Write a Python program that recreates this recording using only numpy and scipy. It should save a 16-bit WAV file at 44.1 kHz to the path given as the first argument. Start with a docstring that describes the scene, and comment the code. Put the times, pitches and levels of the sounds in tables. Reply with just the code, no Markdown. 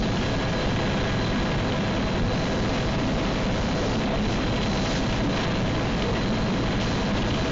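"""A gritty, booming roar fills the cabin of a helicopter in level flight, pulsing with the main rotor.
Turbulence drives it: the slipstream rushes along the skin, buffets the cabin and sets panels droning.
Behind it the tail rotor and shafts hum, gears and turbine whine, a door seal hisses and loose trim knocks.
The din overloads a small camera microphone, which flattens the roar into a nearly square wave."""
import sys
import numpy as np
from scipy import signal
from scipy.fft import rfft, irfft, next_fast_len
from scipy.io import wavfile
from scipy.ndimage import map_coordinates

SR = 44100
rng = np.random.default_rng(int(sys.argv[2]) if len(sys.argv) > 2 else 0)


def inscribe(sig):
    """Save sig as 16-bit PCM at rate SR to the path in sys.argv[1].

    A 1-D sig is mono; a 2-D sig holds one channel per row.
    Samples are clipped to [-1, 1] before scaling.
    """
    pcm = np.round(np.clip(np.atleast_2d(sig).T, -1, 1) * 32767)
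    wavfile.write(sys.argv[1], SR, pcm.astype(np.int16))


N = 331191


def amp(db):
    """Amplitude ratio of a level in decibels."""
    return 10 ** (np.asarray(db) / 20)


def unit(x):
    """Normalisation to rms 1."""
    return x / np.sqrt(np.mean(x ** 2) + 1e-20)


def clock():
    """Uniform sampling: the time of each sample in seconds."""
    return np.arange(N) / SR


def curves(rows):
    """Linear interpolation: one value per sample for each column after the time."""
    times, *columns = np.transpose(rows)
    return [np.interp(clock(), times, column) for column in columns]


def wobble(rate):
    """Random modulation: a smooth curve through `rate` Gaussian values a second."""
    return map_coordinates(rng.standard_normal(2048), [clock() * rate], mode="wrap")


def swell(time, width):
    """Gaussian envelope; its width is the standard deviation in seconds."""
    return np.exp(-.5 * np.minimum(((clock() - time) / width) ** 2, 100))


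def filtered(x, response):
    """Linear filtering: the spectrum of x times a frequency response."""
    size = next_fast_len(N + 8192)
    return irfft(rfft(x, size) * response(np.fft.rfftfreq(size, 1 / SR)), size)[:N]


def noise(spectrum):
    """Spectral shaping: noise of rms 1, its spectrum interpolated on a log frequency axis."""
    freqs, db = np.transpose(spectrum)
    white = rng.standard_normal(N)
    return unit(filtered(white, lambda hz: amp(np.interp(np.log(hz + 1), np.log(freqs), db))))


def resonance(centre_hz, half_width_hz):
    """Random excitation of a resonance: noise of rms 1 in one Lorentzian peak."""
    white = rng.standard_normal(N)
    return unit(filtered(white, lambda hz: 1 / (1 + ((hz - centre_hz) / half_width_hz) ** 2)))


# leakage through the door seal: (time [s], relative level [dB])
SEAL_LEAK = [(0.05, -46.5), (2.3, -49.5), (2.34, -46), (3.51, -47), (3.9, -43.5), (4.17, -52), (4.34, -43),
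             (4.4, -49), (4.98, -39.5), (5.01, -45.5), (5.24, -45.5), (5.26, -45), (5.43, -47.5),
             (5.45, -48), (6.79, -48), (6.81, -43), (7.06, -46.5), (7.45, -46)]
# spectrum of the hiss: (frequency [Hz], relative density [dB])
SEAL_SPECTRUM = [(1500, -17), (3300, -0.5), (4400, 3), (5300, 1), (6500, -1.5), (7300, -8.5)]
def door_seal(rasp_db):
    """Leakage noise: the hiss grows with the gap or a rasp, and dips as a buffet lifts the air away."""
    leak_db, = curves(SEAL_LEAK)
    gap_db = 0.98 * (leak_db - leak_db.mean())
    stall_db = 7 * sum(swell(time, width) for time, width, _, _ in CABIN_BUFFETS)
    return amp(-41 + gap_db + 0.85 * rasp_db - stall_db) * noise(SEAL_SPECTRUM)


def trim_rattle(level_db):
    """Intermittent contact: loose trim buzzes in short fits."""
    fits = amp(10 * np.tanh(wobble(110)))
    return amp(level_db) * unit(resonance(centre_hz=3100, half_width_hz=1300) * fits)


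# blows of the trim on its frame: (time [s], level [dB])
TRIM_BLOWS = [(0.170, -26), (1.721, -27.5), (1.963, -29.5), (2.340, -28.5), (3.251, -29), (3.465, -25.5),
              (3.89, -33), (3.955, -29.5), (4.484, -28), (4.562, -28), (4.614, -28.5), (4.630, -24),
              (4.658, -30.5), (4.771, -24), (5.124, -28), (5.372, -27.5), (5.538, -30), (5.751, -31),
              (6.021, -22), (6.799, -27), (6.810, -24.5), (6.838, -28), (7.164, -31), (7.219, -26.5),
              (7.304, -24), (7.338, -27.5), (7.353, -28.5)]
def trim_knocks(attack_s, t60_s):
    """Impact excitation: each blow rings a damped resonance, heard as a dry clack."""
    envelope = np.zeros(N)
    for time, db in TRIM_BLOWS:
        age = np.maximum(clock() - time, 0)
        envelope += amp(db - 60 * age / t60_s) * (1 - np.exp(-age / attack_s))
    return envelope * resonance(centre_hz=2950, half_width_hz=640)


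# whine of the compressor: (time [s], level [dB])
COMPRESSOR_LEVEL = [(0, -42.5), (0.2, -44.5), (0.5, -44), (1.15, -44.5), (1.33, -42), (1.5, -48),
                    (2.25, -45.5), (2.4, -41), (2.95, -47.5), (4.62, -42.5), (4.75, -39), (4.95, -41.5),
                    (5.1, -46), (5.6, -42), (5.95, -47), (6.2, -42), (6.65, -44), (6.9, -41), (7.12, -47.5),
                    (7.45, -43)]
def turbine(centre_hz, half_width_hz, wander_hz, flicker_db):
    """Spectral broadening: the compressor's whine is a narrow band that wanders and flickers."""
    level_db, = curves(COMPRESSOR_LEVEL)
    analytic = signal.hilbert(resonance(centre_hz, half_width_hz), next_fast_len(N))[:N]
    frequency_shift = np.exp(2j * np.pi * np.cumsum(wander_hz * wobble(30)) / SR)
    band = np.real(analytic * frequency_shift)
    return amp(level_db) * unit(band * amp(flicker_db * wobble(25)))


# drift of the governed shaft: (time [s], excess speed [fraction])
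SHAFT_DRIFT = [(0, .0004), (1.1, .001), (2.7, -.0006), (4.4, -.0012), (6, .0005), (7.3, -.0012)]
def shaft_time(jitter):
    """Rotation is the integral of speed: the shaft's progress, in seconds at nominal speed."""
    drift, = curves(SHAFT_DRIFT)
    return clock() + np.cumsum(drift + jitter * wobble(9)) / SR


def shaft_tone(hz, shaft, flutter_db):
    """Amplitude modulation: a shaft-locked tone of rms 1 flutters on its way through the airframe."""
    return unit(np.sin(2 * np.pi * (hz * shaft + rng.random())) * amp(flutter_db * wobble(7)))


# tones of the tail rotor, drive shafts and lesser gears: (frequency [Hz])
DRIVE_FREQUENCIES = [55.4, 110.7, 138.6, 220, 300.1, 524, 637.2, 658.8, 1004.3, 1876, 1934]
# the same tones, in order: (level [dB])
DRIVE_LEVELS = [-43.5, -37.5, -39.5, -42, -51, -46, -47, -44.5, -46.5, -62, -51.5]
def drive_train(shaft):
    """Periodic forcing: rotating parts hum at fixed ratios; the low tones flutter most."""
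    return sum(amp(db) * shaft_tone(hz, shaft, flutter_db=4.0 if hz < 600 else 1.5)
               for hz, db in zip(DRIVE_FREQUENCIES, DRIVE_LEVELS))


# the three loudest gear meshes: (frequency [Hz])
MESH_FREQUENCIES = [502.3, 647.7, 1652]
# their relative levels: (time [s], low mesh [dB], middle mesh [dB], high mesh [dB])
MESH_LEVELS = [(0, -51.5, -46, -49), (0.8, -43.5, -55.5, -46.5), (1.55, -42, -45.5, -48.5),
               (2, -45.5, -47, -52), (2.65, -44.5, -48.5, -49.5), (3.1, -51.5, -43, -56.5),
               (3.85, -42.5, -45.5, -54.5), (4.3, -48.5, -50, -63.5), (5.2, -44.5, -46, -53),
               (6.1, -47, -47, -50.5), (6.65, -43.5, -45.5, -56.5), (7.3, -46.5, -46.5, -50)]
# thin whistle of the small pinion: (time [s], level [dB])
PINION_WHISTLE = [(0, -48.5), (1, -47), (2, -51.5), (2.4, -62), (4.2, -56), (4.42, -41.5), (4.6, -51.5),
                  (6.5, -50.5), (7.3, -49.5)]
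def gears(shaft, pinion_hz):
    """Gear meshing: each pair whines at the rate its teeth engage."""
    meshes = sum(amp(db + 5.5) * shaft_tone(hz, shaft, flutter_db=1.0)
                 for hz, db in zip(MESH_FREQUENCIES, curves(MESH_LEVELS)))
    pinion_db, = curves(PINION_WHISTLE)
    return meshes + amp(pinion_db) * shaft_tone(pinion_hz, shaft, flutter_db=2.0)


# gusts on the panels: (time [s], frequency [Hz], level [dB])
PANEL_GUSTS = [(0.169, 215, -27.5), (0.93, 142.6, -26), (1.361, 200.5, -25.5), (1.81, 196.4, -26),
               (1.93, 204.4, -31), (2.2, 174.9, -26), (2.34, 686, -35.5), (2.39, 200.3, -28),
               (3.05, 278, -25), (3.85, 560, -28), (4.13, 640, -30), (4.23, 220, -26.5),
               (4.708, 188.7, -27.5), (5.27, 258.7, -24.5), (5.63, 187, -24.5), (6.09, 490, -26),
               (6.13, 131, -26.5), (6.301, 205, -26.5), (6.41, 198.8, -24.5), (6.515, 203, -25.5),
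               (6.6, 257, -27), (7.15, 280, -29.5)]
def panels(wander, width_s):
    """Plate vibration: a gust makes a panel drone briefly; its pitch staggers as it flexes."""
    drones = np.zeros(N)
    for time, hz, db in PANEL_GUSTS:
        phase = 2 * np.pi * hz * np.cumsum(1 + wander * wobble(90)) / SR
        drones += amp(db) * swell(time, width_s) * np.sqrt(2) * np.sin(phase)
    return drones


# harmonics of the main rotor: (multiple of the blade rate [1], relative level [dB])
ROTOR_HARMONICS = [(1, -43.5), (2, -47.5), (3, -40), (4, -36.5), (5, -44.5), (10, -40.5)]
# blades that thump harder: (time [s], boost [dB])
HARD_THUMPS = [(0.67, 3), (1.029, 3.5), (1.43, 7), (2.24, 6), (2.79, 2.5), (2.98, 1.5), (3.63, 4.5),
               (4.28, 3.5), (5.19, 4)]
def main_rotor(blade_phase):
    """Superposition: harmonics in phase add up to one thump per blade, no two equally hard."""
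    thumps = sum(amp(db) * np.sqrt(2) * np.cos(k * blade_phase) for k, db in ROTOR_HARMONICS)
    accent_db = sum(db * swell(time, 0.04) for time, db in HARD_THUMPS)
    return thumps * amp(accent_db + 1.3 * wobble(BLADE_HZ) - 2.5)


# rasps of air: (time [s], width [s], level change [dB])
AIR_RASPS = [(0.218, 0.035, 1.5), (2.772, 0.032, 2), (4.7, 0.1, -1), (5.413, 0.041, 3), (7.179, 0.008, 3.5)]
def rasps():
    """Unsteady flow: brief changes in the slipstream's level, in decibels."""
    return sum(db * swell(time, width) for time, width, db in AIR_RASPS)


# strength of the slipstream: (time [s], relative level [dB])
FLOW_LEVEL = [(0, -36.5), (0.9, -33.5), (2.25, -35.5), (4.2, -35), (4.9, -33.5), (5.7, -35.5), (6.7, -34.5),
              (7.3, -35)]
# spectrum of the slipstream: (frequency [Hz], relative density [dB])
FLOW_SPECTRUM = [(150, -32), (350, 0), (500, -1), (720, 1.5), (1000, -2), (1400, -5.5), (2200, -6.5),
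                 (3200, -8), (3800, -12), (5000, -29)]
def slipstream(flow_db, wash):
    """Flow noise: air rushes along the skin, harder under each passing blade."""
    return amp(flow_db + 3.0 + 0.56 * wash + 0.63 * wobble(45)) * noise(FLOW_SPECTRUM)


# buffets on the cabin: (time [s], width [s], frequency [Hz], level [dB])
CABIN_BUFFETS = [(0.465, 0.0064, 111.8, -28), (2.971, 0.0073, 150, -23.5), (3.498, 0.0055, 151.8, -23),
                 (3.741, .006, 169, -23), (4.104, 0.018, 170, -27.5), (4.599, 0.011, 200.6, -28.5),
                 (5.217, 0.0056, 130, -21.5), (5.278, .012, 150, -23), (5.462, .006, 160, -20),
                 (5.498, 0.0053, 200.5, -27), (5.535, .006, 203, -25), (6.794, 0.0063, 180.2, -25.5),
                 (7.123, .009, 210.6, -22), (7.238, 0.0061, 130, -24.5), (7.325, 0.0054, 95, -18.5)]
def buffets():
    """Transient excitation: each buffet swings the cabin for a few cycles, at a random phase."""
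    booms = np.zeros(N)
    for time, width, hz, db in CABIN_BUFFETS:
        swing = np.sqrt(2) * np.sin(2 * np.pi * (hz * clock() + rng.random()))
        booms += amp(db) * swell(time, width) * swing
    return booms


# boom of the cabin: (time [s], level [dB])
CABIN_LEVEL = [(0, -27.5), (.95, -25), (1.9, -25.5), (2.4, -24), (3.1, -25), (4.1, -25.5), (5.1, -26),
               (6.4, -24.5), (6.9, -25)]
# spectrum of the boom: (frequency [Hz], relative density [dB])
CABIN_SPECTRUM = [(5, -23), (15, -15), (45, -9.5), (72, -8), (100, -2.5), (160, -3), (205, 1.5),
                  (242, -4.5), (265, -1.5), (300, -7), (420, -10.5), (600, -16), (900, -29), (2000, -59.5)]
def cabin_boom(wash):
    """Forced vibration: turbulence makes the cabin boom, swelling slightly with each blade's wash."""
    boom_db, = curves(CABIN_LEVEL)
    return amp(boom_db + .5 * wash + 0.64 * wobble(9)) * noise(CABIN_SPECTRUM)


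BLADE_HZ, FIRST_BLADE_S, WASH_LAG_S = 10.81, .019, .03
def scene():
    """Superposition: the pressures of all sources add at a seat by the door."""
    rasp_db = rasps()  # a rasp stirs the skin, the seal and the trim
    flow_db, = curves(FLOW_LEVEL)
    shaft = shaft_time(jitter=0.000696)
    blade_phase = 2 * np.pi * BLADE_HZ * (shaft - FIRST_BLADE_S)
    wash = np.cos(blade_phase - 2 * np.pi * BLADE_HZ * WASH_LAG_S)  # follows each thump
    air = cabin_boom(wash) + buffets() + slipstream(flow_db + rasp_db, wash) + door_seal(rasp_db)
    whine = turbine(centre_hz=4032, half_width_hz=59, wander_hz=21.96, flicker_db=1.1)
    trim = trim_rattle(flow_db + 2.4 * rasp_db - 12.5) + trim_knocks(attack_s=0.00098, t60_s=0.048)
    drones = panels(wander=0.12, width_s=0.032)
    machinery = main_rotor(blade_phase) + drive_train(shaft) + gears(shaft, pinion_hz=3191)
    return (air + whine + trim + drones + machinery)[None]


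def overload(x, knee_db, ceiling_db, choke_db, split_hz):
    """Saturation: the roar flattens; the treble rides on its tops, choked only by the largest swings."""
    roar = filtered(x, lambda hz: 1 / (1 + (hz / split_hz) ** 4))
    flat = amp(ceiling_db) * np.tanh(roar / amp(knee_db)) + 0.081 * roar
    rounded = filtered(flat, lambda hz: 1 / np.sqrt(1 + (hz / 4300) ** 4))
    sway = 0.39 * filtered(x, lambda hz: 1 / (1 + (hz / 60) ** 4))  # the deepest thumps lift the tops
    treble = (x - roar) / np.sqrt(1 + (roar / amp(choke_db)) ** 4)
    return rounded + sway + treble


BAND_LIMIT_HZ = 7330
def record(dry):
    """Distortion and band limiting: the microphone overloads, and the camera cuts the top treble."""
    heard = overload(dry[0], knee_db=-29.0, ceiling_db=-23.5, choke_db=-20, split_hz=3470)
    return filtered(heard, lambda hz: hz < BAND_LIMIT_HZ)[None]


dry = scene()
out = record(dry)
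inscribe(out)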